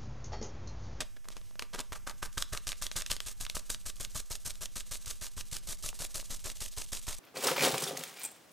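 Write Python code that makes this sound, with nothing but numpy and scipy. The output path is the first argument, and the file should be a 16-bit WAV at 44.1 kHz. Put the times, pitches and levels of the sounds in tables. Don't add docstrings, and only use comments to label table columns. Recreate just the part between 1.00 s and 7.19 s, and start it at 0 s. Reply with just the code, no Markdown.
import sys
import numpy as np
from scipy import signal
from scipy.fft import rfft, irfft, next_fast_len
from scipy.io import wavfile
from scipy.ndimage import uniform_filter1d

SR = 44100
rng = np.random.default_rng(int(sys.argv[2]) if len(sys.argv) > 2 else 0)


def wav_out(sig):
    wavfile.write(sys.argv[1], SR, np.round(np.clip(np.atleast_2d(sig).T, -1, 1) * 32767).astype(np.int16))


N = 273023

# (frequency [Hz], relative level per Hz [dB])
POWDER_SPECTRUM = [(1500, -18.5), (2200, -11), (3900, -2.5), (4700, -3.5), (6200, 0.5), (8500, 0),
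                   (11600, -6.5), (14400, -13), (16500, -7)]


def powder():
    bright_power, dull_power = np.zeros(N), np.zeros(N)
    for peak_s, db, rise_ms, fall_ms, body_db in rushes():
        rise_ms, fall_ms = max(rise_ms, 1), max(fall_ms, 1)
        first, last = max(int((peak_s - .1) * SR), 0), min(int((peak_s + .3) * SR), N)
        at = np.arange(first, last)
        ms = 1000 * (at / SR - peak_s)
        shape = np.where(ms < 0, (ms / rise_ms) ** 2, ms / fall_ms)
        power = from_db(2 * db - 40 * shape)
        bright_power[at] += power
        dull_power[at] += power * from_db(2 * body_db)
    clumps = from_db(2.0 * flutter(170))
    on_paper = coloured(grains(14000, spread_db=1.0), POWDER_SPECTRUM)
    low_boost_db = 0.57 * flutter(23) - grip(column=3)
    on_paper = tilt(on_paper, low_boost_db, 2360)
    inside = rms_one(hollow(grains(5000, spread_db=4.0)))
    return clumps * (np.sqrt(bright_power) * on_paper + from_db(2.5) * np.sqrt(dull_power) * inside)


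# (peak time [s], rms level [dB], rise [ms], fall by 20 dB [ms], hollow body against it [dB])
HANDLING = [(0.006, -37.5, 1.94, 22.5, -1), (0.169, -67, 5, 9, 15), (0.246, -67.5, 2.7, 22, 10),
            (0.287, -41, 1.7, 2.5, 0.5), (0.326, -62, 29, 33, -2), (0.38, -63, 42, 22, 2.5),
            (0.469, -68, 64, 143, -21), (0.595, -50.5, 3.2, 33, 1), (0.622, -55, 3.7, 34, 7),
            (0.804, -41.5, 8.9, 15, 5)]
# (time [s], sharp suction [dB], slow pressure swing [dB], lead of the powder's start [ms],
# impact powder rms [dB], hollow body against powder [dB], flowing powder rms [dB], delay of settling [ms],
# last trickle rms [dB], delay of the slide back on the backswing [ms], slide rms [dB])
TAPS = [(0.739, -47, -44, 6.5, -45, 7, -54.5, 78, -59, 62, -66),
        (0.924, -36, -57, 0, -45, 0.5, -63, 53, -60, 106.0, -72),
        (1.069, -42.5, -45.5, -4, -41, 3, -54, 41, -53, 112, -60.5),
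        (1.225, -43, -37, 2.5, -39.5, -0.5, -49.5, 37, -54, 111, -55),
        (1.376, -35, -38.5, -7, -36.5, -9, -42, 46, -48, 117, -59),
        (1.527, -38.0, -38, -1, -35.5, -4, -44, 53.0, -51, 103, -57.5),
        (1.673, -44, -39.0, 3, -39, -9.5, -39.5, 58.0, -53, 107, -55.5),
        (1.818, -42.5, -38.5, 0.5, -36.0, -12.5, -40.5, 40, -47, 108, -52),
        (1.96, -35.5, -39, -6, -31.5, -9, -38, 47, -42, 113, -52),
        (2.105, -39, -37, 4.5, -31.5, -11, -38, 46, -58, 112, -52),
        (2.265, -44, -45, 3, -41.0, -12, -42.5, 62, -53, 115.0, -57.8),
        (2.406, -46.5, -38.5, 1.0, -36, -12.5, -44.6, 33, -48, 95, -52.5),
        (2.55, -41.5, -39, -1, -32.5, -15.5, -41.9, 51.0, -56, 116, -55.5),
        (2.699, -41.5, -42.5, 2.5, -31.5, -15.1, -40.5, 51.0, -61, 108.0, -56.0),
        (2.861, -43.0, -38, 4.5, -35.5, -15, -44, 32, -50, 107, -55),
        (3.004, -43.5, -38.5, 4, -34, -15, -44, 54.0, -60, 108.0, -53.5),
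        (3.156, -38, -39.5, 7.5, -35, -14.5, -40.5, 59, -51.0, 110, -59),
        (3.31, -39.0, -41.0, 7.5, -35, -15.5, -42, 54, -46.5, 99.0, -57),
        (3.456, -48.5, -39.5, 6, -37.5, -15, -41.5, 58, -47.6, 96, -56.5),
        (3.614, -49, -41.5, 4.5, -36.5, -12.5, -44.6, 43, -47, 110, -58.5),
        (3.763, -41.5, -40.5, 7, -36, -14.5, -42.5, 55, -52, 107, -53),
        (3.916, -42, -42.5, 4.5, -38.5, -14.8, -40.5, 56.0, -46.5, 100, -53),
        (4.073, -41, -42, 12.5, -41.5, -13.3, -42, 62, -49.1, 88, -55),
        (4.22, -38.5, -51.0, 6.5, -40, -12.5, -41, 64, -55, 100.0, -59),
        (4.372, -45, -39, 5, -42, -11, -46.0, 48, -59, 100, -54.5),
        (4.526, -42, -41, 11.0, -38.8, -13.5, -41.5, 59, -49, 117, -56.5),
        (4.685, -41.5, -37.5, 12.0, -38, -14, -38.5, 65, -48, 109, -53.5),
        (4.843, -39.5, -38, 16.0, -37, -16, -37.5, 63, -49, 108, -51),
        (5.003, -40, -43, 11.5, -35, -16, -39, 65, -50, 104, -52),
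        (5.151, -41, -39.5, 6.5, -39, -15, -38.5, 64, -45, 101, -51),
        (5.305, -46, -35.5, 7.5, -35.9, -13, -43, 65, -49, 98, -52),
        (5.455, -38.5, -43.5, 12.5, -37.5, -9.5, -41.5, 64.0, -43.5, 109, -49.5),
        (5.617, -36.5, -42, 11.5, -35.5, -15, -40.5, 69, -49, 108, -50.5),
        (5.778, -38, -42.5, 11.5, -39, -11.5, -42.5, 67, -45.5, 102, -53),
        (5.927, -39.0, -43, 6.5, -36.5, -11.5, -41, 67, -46, 103, -50),
        (6.083, -37, -40, 14, -35.5, -7, -40.5, 64, -44.5, 97, -50.5)]
# (time [s], crease peak [dB], shaken powder rms [dB],
# hollow knock against the snap, before its common gain and filters [dB])
REBOUNDS = [(0.7922, -23, -48.5, -23), (0.961, -44, -47.5, -24), (1.108, -47, -49.5, -19),
            (1.261, -37, -45, -22), (1.4237, -14.5, -40, -17), (1.5745, -21, -43.5, -19),
            (1.7189, -20, -42, -19), (1.8663, -19.5, -43, -20), (2.0208, -22, -47, -14),
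            (2.1656, -23, -49, -13), (2.3155, -42, -44.5, -16), (2.4511, -25.4, -46, -25),
            (2.5952, -34.5, -48, -16), (2.7459, -24, -45, -16), (2.9005, -29, -44, -14),
            (3.0491, -22.5, -41.5, -23), (3.2024, -25, -41.7, -23), (3.3545, -26, -48, -23),
            (3.5057, -26, -41.5, -21), (3.6574, -24.5, -44.1, -21), (3.8062, -26.5, -43, -24),
            (3.955, -26.5, -44, -14), (4.1105, -24.5, -38, -21), (4.267, -28, -43.5, -19),
            (4.4099, -24.5, -41.5, -19), (4.5669, -22, -42, -17), (4.7297, -28, -40.5, -11),
            (4.89, -25.5, -39.6, -19), (5.0501, -27.5, -39.5, -14), (5.1998, -27.3, -44, -19),
            (5.348, -32.5, -41, -16), (5.5003, -26.9, -44, -21), (5.661, -28, -42, -19),
            (5.8193, -29, -42, -19), (5.9711, -26.5, -40.5, -19), (6.1287, -29, -43, -19)]
# (rise [ms], fall by 20 dB [ms], hollow body added to the tap's [dB])
START, IMPACT, FLOW = (2.9, 61, -3.1), (8.2, 18.7, 0), (21, 26.6, -1.9)
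SHAKEN, TRICKLE = (17, 17, -0.54), (23, 13, -6.5)
SLIDE = (20, 87, -18)  # likewise, but body [dB] against the slide itself
IMPACT_MS, FLOW_MS, START_LOSS_DB = 6.1, 24.3, 2


def rushes():
    rows = list(HANDLING)
    for tap, (rebound_s, _, shaken_db, _) in zip(TAPS, REBOUNDS):
        s, _, _, early_ms, impact_db, body_db, flow_db, settle_ms, trickle_db, back_ms, slide_db = tap
        stroke = [
            (-early_ms, flow_db - START_LOSS_DB, START),
            (IMPACT_MS, impact_db, IMPACT),
            (FLOW_MS, flow_db, FLOW),
            (1000 * (rebound_s - s), shaken_db, SHAKEN),
            (settle_ms, trickle_db, TRICKLE)]
        for ms, db, (rise_ms, fall_ms, more_db) in stroke:
            rows.append((s + ms / 1000, db, rise_ms, fall_ms, body_db + more_db))
        rows.append((s + back_ms / 1000, slide_db, *SLIDE))
    return rows


def grains(per_s, spread_db):
    sizes = from_db(spread_db * np.minimum(rng.exponential(1, N), 5))
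    signed = sizes * rng.choice([-1, 1], N)
    return rms_one(signed * (rng.random(N) < per_s / SR))


def snaps(after_ms, after_db, crackle_ms, crackle_db):
    size = 1024
    out, knocks = np.zeros(N + size), np.zeros(N)
    ms = 1000 * np.arange(size) / SR
    rows = creases()
    noise = rng.standard_normal((len(rows), size))
    chance = rng.uniform(-1, 1, (len(rows), 2))
    for (s, db, hz, body_db), hiss, (late, loud) in zip(rows, noise, chance):
        follow = from_db(crackle_db) * hiss * np.exp(-ms / crackle_ms)
        second = int(after_ms * (1 + .3 * late) * SR / 1000)
        follow[second] -= from_db(after_db + 4 * loud)
        impulse = -1.0 * (ms == 0)
        first = resonate(resonate(impulse, 1.25 * hz, 0.7 * hz), 0.9 * hz, 1.3 * hz)
        click = first + resonate(follow, 0.66 * hz, .5 * hz)
        at = int(s * SR)
        out[at:at + size] += from_db(db) * click / np.abs(click).max()
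        knocks[at] = -from_db(db + body_db + 21)
    soft = signal.lfilter([.3], [1, -.7], knocks)
    return out[:N] + hollow(soft)


# (time [s], peak level [dB], brightness [Hz],
# hollow knock against the snap, before its common gain and filters [dB])
SNAPS = [(0.0072, -33, 5000, -13), (0.02, -28, 4670, -2), (0.1667, -49, 4430, -14), (0.2557, -56, 696, 12),
         (0.2765, -53, 700, -1), (0.3035, -41, 3720, 3), (0.3677, -36.5, 4630, 4.5),
         (0.4144, -46, 3500, 1.5), (0.5106, -49.5, 2500, 7), (0.556, -46, 2500, 12),
         (0.5943, -20.5, 3620, -18), (0.6231, -25.5, 4000, 2), (0.7356, -30, 2980, -13),
         (0.748, -34, 6800, -8), (0.8041, -20, 6000, -11), (0.8116, -29, 4740, 0), (0.9224, -35, 3420, 13),
         (1.0742, -31.5, 4250, 9.5), (1.0962, -28, 4300, -9), (1.2283, -28.5, 4970, 10),
         (1.3758, -30.5, 6000, 4.5), (1.3796, -19.5, 5100, -6), (1.5354, -46, 6940, -21),
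         (1.5498, -34, 2470, 6.5), (1.67, -23, 5260, -6), (1.6908, -20, 4220, -12), (1.729, -30, 3370, -3),
         (1.83, -23, 5600, -18), (1.915, -25, 4200, -8), (1.9705, -32, 2600, -8), (2.0112, -29, 2400, -12),
         (2.063, -20, 4540, -24), (2.1022, -25, 2700, -14), (2.1154, -14.5, 4900, -9.5),
         (2.2036, -20, 4540, -16), (2.2537, -40, 5430, -21), (2.4007, -36, 5800, -15),
         (2.4654, -24.5, 2630, -21), (2.4985, -18.5, 4200, -16), (2.568, -27, 4900, 3.5),
         (2.5956, -49, 6800, -9), (2.967, -38, 5440, -19), (3.327, -28, 6750, -36),
         (3.4628, -25, 8100, -43), (3.5547, -36.5, 5270, -27), (4.0477, -42, 7250, -3),
         (4.5426, -27, 7100, -30), (4.929, -38.5, 775, -22), (5.1576, -21, 7600, -17),
         (5.227, -47, 900, -3), (5.47, -36, 3000, 6.5), (5.606, -31, 7140, -33), (5.7749, -27.5, 5600, -8),
         (6.0813, -25, 5700, -2)]
REBOUND_HZ = 4790
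TICK_DB, TICK_HZ, TICK_BODY_DB = 12, 6200, -27


def creases():
    rows = SNAPS + [(s, db, REBOUND_HZ, body_db) for s, db, _, body_db in REBOUNDS]
    for (s, *_, back_ms, slide_db), (late, bright) in zip(TAPS, rng.uniform(-1, 1, (len(TAPS), 2))):
        at_s = min(s + (back_ms + 25 * late) / 1000, N / SR - .001)
        rows.append((at_s, slide_db + TICK_DB, TICK_HZ * (1 + .2 * bright), TICK_BODY_DB))
    return rows


# (frequency [Hz], width [Hz], level before grip and wavering [dB])
HOLLOW_MODES = [(192, 160, -11), (317, 430, -7.5), (548, 40, -4.5), (621, 29, -4), (980, 410, -4),
                (1205, 112, 0), (1546, 98, -1), (2200, 3100, -18.5)]


def hollow(x):
    out, slack_db, pocket_db = 0, grip(column=1), grip(column=2)
    for hz, width_hz, db in HOLLOW_MODES:
        held_db = slack_db * (hz < 800) + pocket_db * (1100 < hz < 1700)
        gain = from_db(db + held_db + 1.6 * flutter(20))
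        out = out + gain * resonate(x, hz, width_hz)
    return out


# (time [s], slack wall lift of modes under 800 Hz [dB],
# air pocket lift of modes at 1.1-1.7 kHz [dB], paper tension that thins the powder's lows [dB])
GRIP = [(0, 8.5, 0.5, -24), (.6, 0, -15.5, -15.5), (1.2, -4, 2, 4), (1.6, 1.5, 2, -5), (2.1, 1, 1, -5),
        (2.6, 2.5, 1, 3), (3.5, 7, 1.5, 0), (4.4, -0.5, 0, -3.5), (5, 8, -4, -0.5), (5.6, 5, -10.5, -2),
        (6.2, -1.5, -10, -4.5)]


def grip(column):
    points = np.array(GRIP)
    return np.interp(np.arange(N) / SR, points[:, 0], points[:, column])


def slaps():
    burst = after_taps(column=1, lead_ms=3.5, fade_ms=9.9) * rng.standard_normal(N)
    return from_db(-13) * resonate(burst, 5000, 8000) + from_db(4.0) * hollow(burst)


def puffs(suck_ms, push_ms, push_db, swing_hz, swing_ms, rebound_ms, rebound_db):
    lead = SR // 50
    out, ms = np.zeros(N + SR), 1000 * np.arange(-lead, SR // 5) / SR
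    for (s, suck_db, swing_db, *_), (late, loud) in zip(TAPS, rng.uniform(-1, 1, (len(TAPS), 2))):
        flick_shape = np.exp(-((ms - rebound_ms - 6 * late) / (2.1 * suck_ms)) ** 2)
        flick = from_db(rebound_db + 6.7 * loud) * flick_shape
        push = from_db(push_db) * np.exp(-((ms - push_ms) / (0.29 * push_ms)) ** 2)
        suck = np.exp(-(ms / suck_ms) ** 2) + flick - push
        swing = np.sin(2 * np.pi * swing_hz * ms / 1000) * np.exp(-(ms / swing_ms) ** 2) * (ms > 0)
        at = int(s * SR) - lead
        out[at:at + len(ms)] += from_db(swing_db) * swing - from_db(suck_db) * suck
    return out[:N]


def gusts():
    band = signal.butter(2, [28, 110], "band", fs=SR, output="sos")
    swirl = rms_one(signal.sosfilt(band, rng.standard_normal(N)))
    strength = uniform_filter1d(after_taps(column=2, lead_ms=4.6, fade_ms=39.4), size=300)
    return from_db(-11.5) * strength * swirl


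def after_taps(column, lead_ms, fade_ms):
    hits = np.full(N, 1e-18)
    for row in TAPS:
        hits[int((row[0] - lead_ms / 1000) * SR)] = from_db(row[column])
    return signal.lfilter([1], [1, -np.exp(-1000 / (fade_ms * SR))], hits)


def kitchen(x, t60_s, wall_hz):
    t = np.arange(SR // 4) / SR
    tail = rng.standard_normal(len(t)) * from_db(-60 * t / t60_s) * (t > .003)
    tail = signal.sosfilt(signal.butter(1, wall_hz, fs=SR, output="sos"), tail)
    return signal.oaconvolve(x, tail / np.sqrt(np.sum(tail ** 2)))[:N]


# (frequency [Hz], relative level per Hz [dB])
ROOM_SPECTRUM = [(12, -15), (20, 14.5), (39, -5.5), (70, -5.5), (120, -15), (200, -17), (377, -29),
                 (558, -29.5), (800, -31.5), (2990, -31.5), (4180, -41), (5380, -28), (14300, -36),
                 (16400, -52)]
SIDE_SPECTRUM = [(12, -32), (20, 11), (25, 10), (33, 3), (205, -28.5), (847, -76), (1260, -85), (4000, -83),
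                 (5200, -96), (8800, -120)]


def room_noise(spectrum, db, waver_db, waver_rate):
    level = from_db(db + waver_db * flutter(waver_rate))
    return level * coloured(rng.standard_normal(N), spectrum)


def from_db(db):
    return 10 ** (np.asarray(db) / 20)


def rms_one(x):
    return x / np.sqrt(np.mean(x ** 2) + 1e-20)


def resonate(x, hz, width_hz):
    r = np.exp(-np.pi * width_hz / SR)
    zeros = np.array([1, 0, -1]) * (1 - r * r) / 2
    poles = [1, -2 * r * np.cos(2 * np.pi * hz / SR), r * r]
    return signal.lfilter(zeros, poles, x)


def coloured(x, spectrum):
    size = next_fast_len(N)
    hz = np.arange(size // 2 + 1) * SR / size + 1
    points = np.array(spectrum)
    db = np.interp(np.log(hz), np.log(points[:, 0]), points[:, 1], left=-90)
    return rms_one(irfft(rfft(x, size) * from_db(db), size)[:N])


def flutter(rate):
    r = np.exp(-2 * np.pi * rate / SR)
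    return rms_one(signal.lfilter([1], [1, -2 * r, r * r], rng.standard_normal(N)))


def tilt(x, db, hz):
    low = signal.sosfiltfilt(signal.butter(1, hz, fs=SR, output="sos"), x)
    return x + (from_db(db) - 1) * low


def scene():
    sachet = powder() + slaps()
    sachet += snaps(after_ms=.8, after_db=-0.5, crackle_ms=1.84, crackle_db=-15.5)
    air = gusts() + puffs(suck_ms=2.22, push_ms=9.1, push_db=-13.0, swing_hz=14.4, swing_ms=89,
                          rebound_ms=56, rebound_db=-18)
    room = room_noise(ROOM_SPECTRUM, db=-55.5, waver_db=1.5, waver_rate=4)
    side = room_noise(SIDE_SPECTRUM, db=-67, waver_db=0.93, waver_rate=24)
    dull = signal.sosfilt(signal.butter(2, [60, 700], "band", fs=SR, output="sos"), sachet + air)
    side += from_db(-45.0) * kitchen(dull, t60_s=0.015, wall_hz=900)
    reflections = from_db(-20.0) * kitchen(sachet, t60_s=0.38, wall_hz=6000)
    mid = sachet + reflections + air + room
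    return mid + side * np.array([[1], [-1]])


OFFSET = [
    [.0049],
    [-.0073],
]
CUTOFF_HZ = 16500


def record(dry):
    rolled = signal.sosfilt(signal.cheby2(8, 22, 15550, fs=SR, output="sos"), dry)
    return signal.sosfilt(signal.cheby2(12, 60, CUTOFF_HZ, fs=SR, output="sos"), rolled) + OFFSET


dry = scene()
out = record(dry)
wav_out(out)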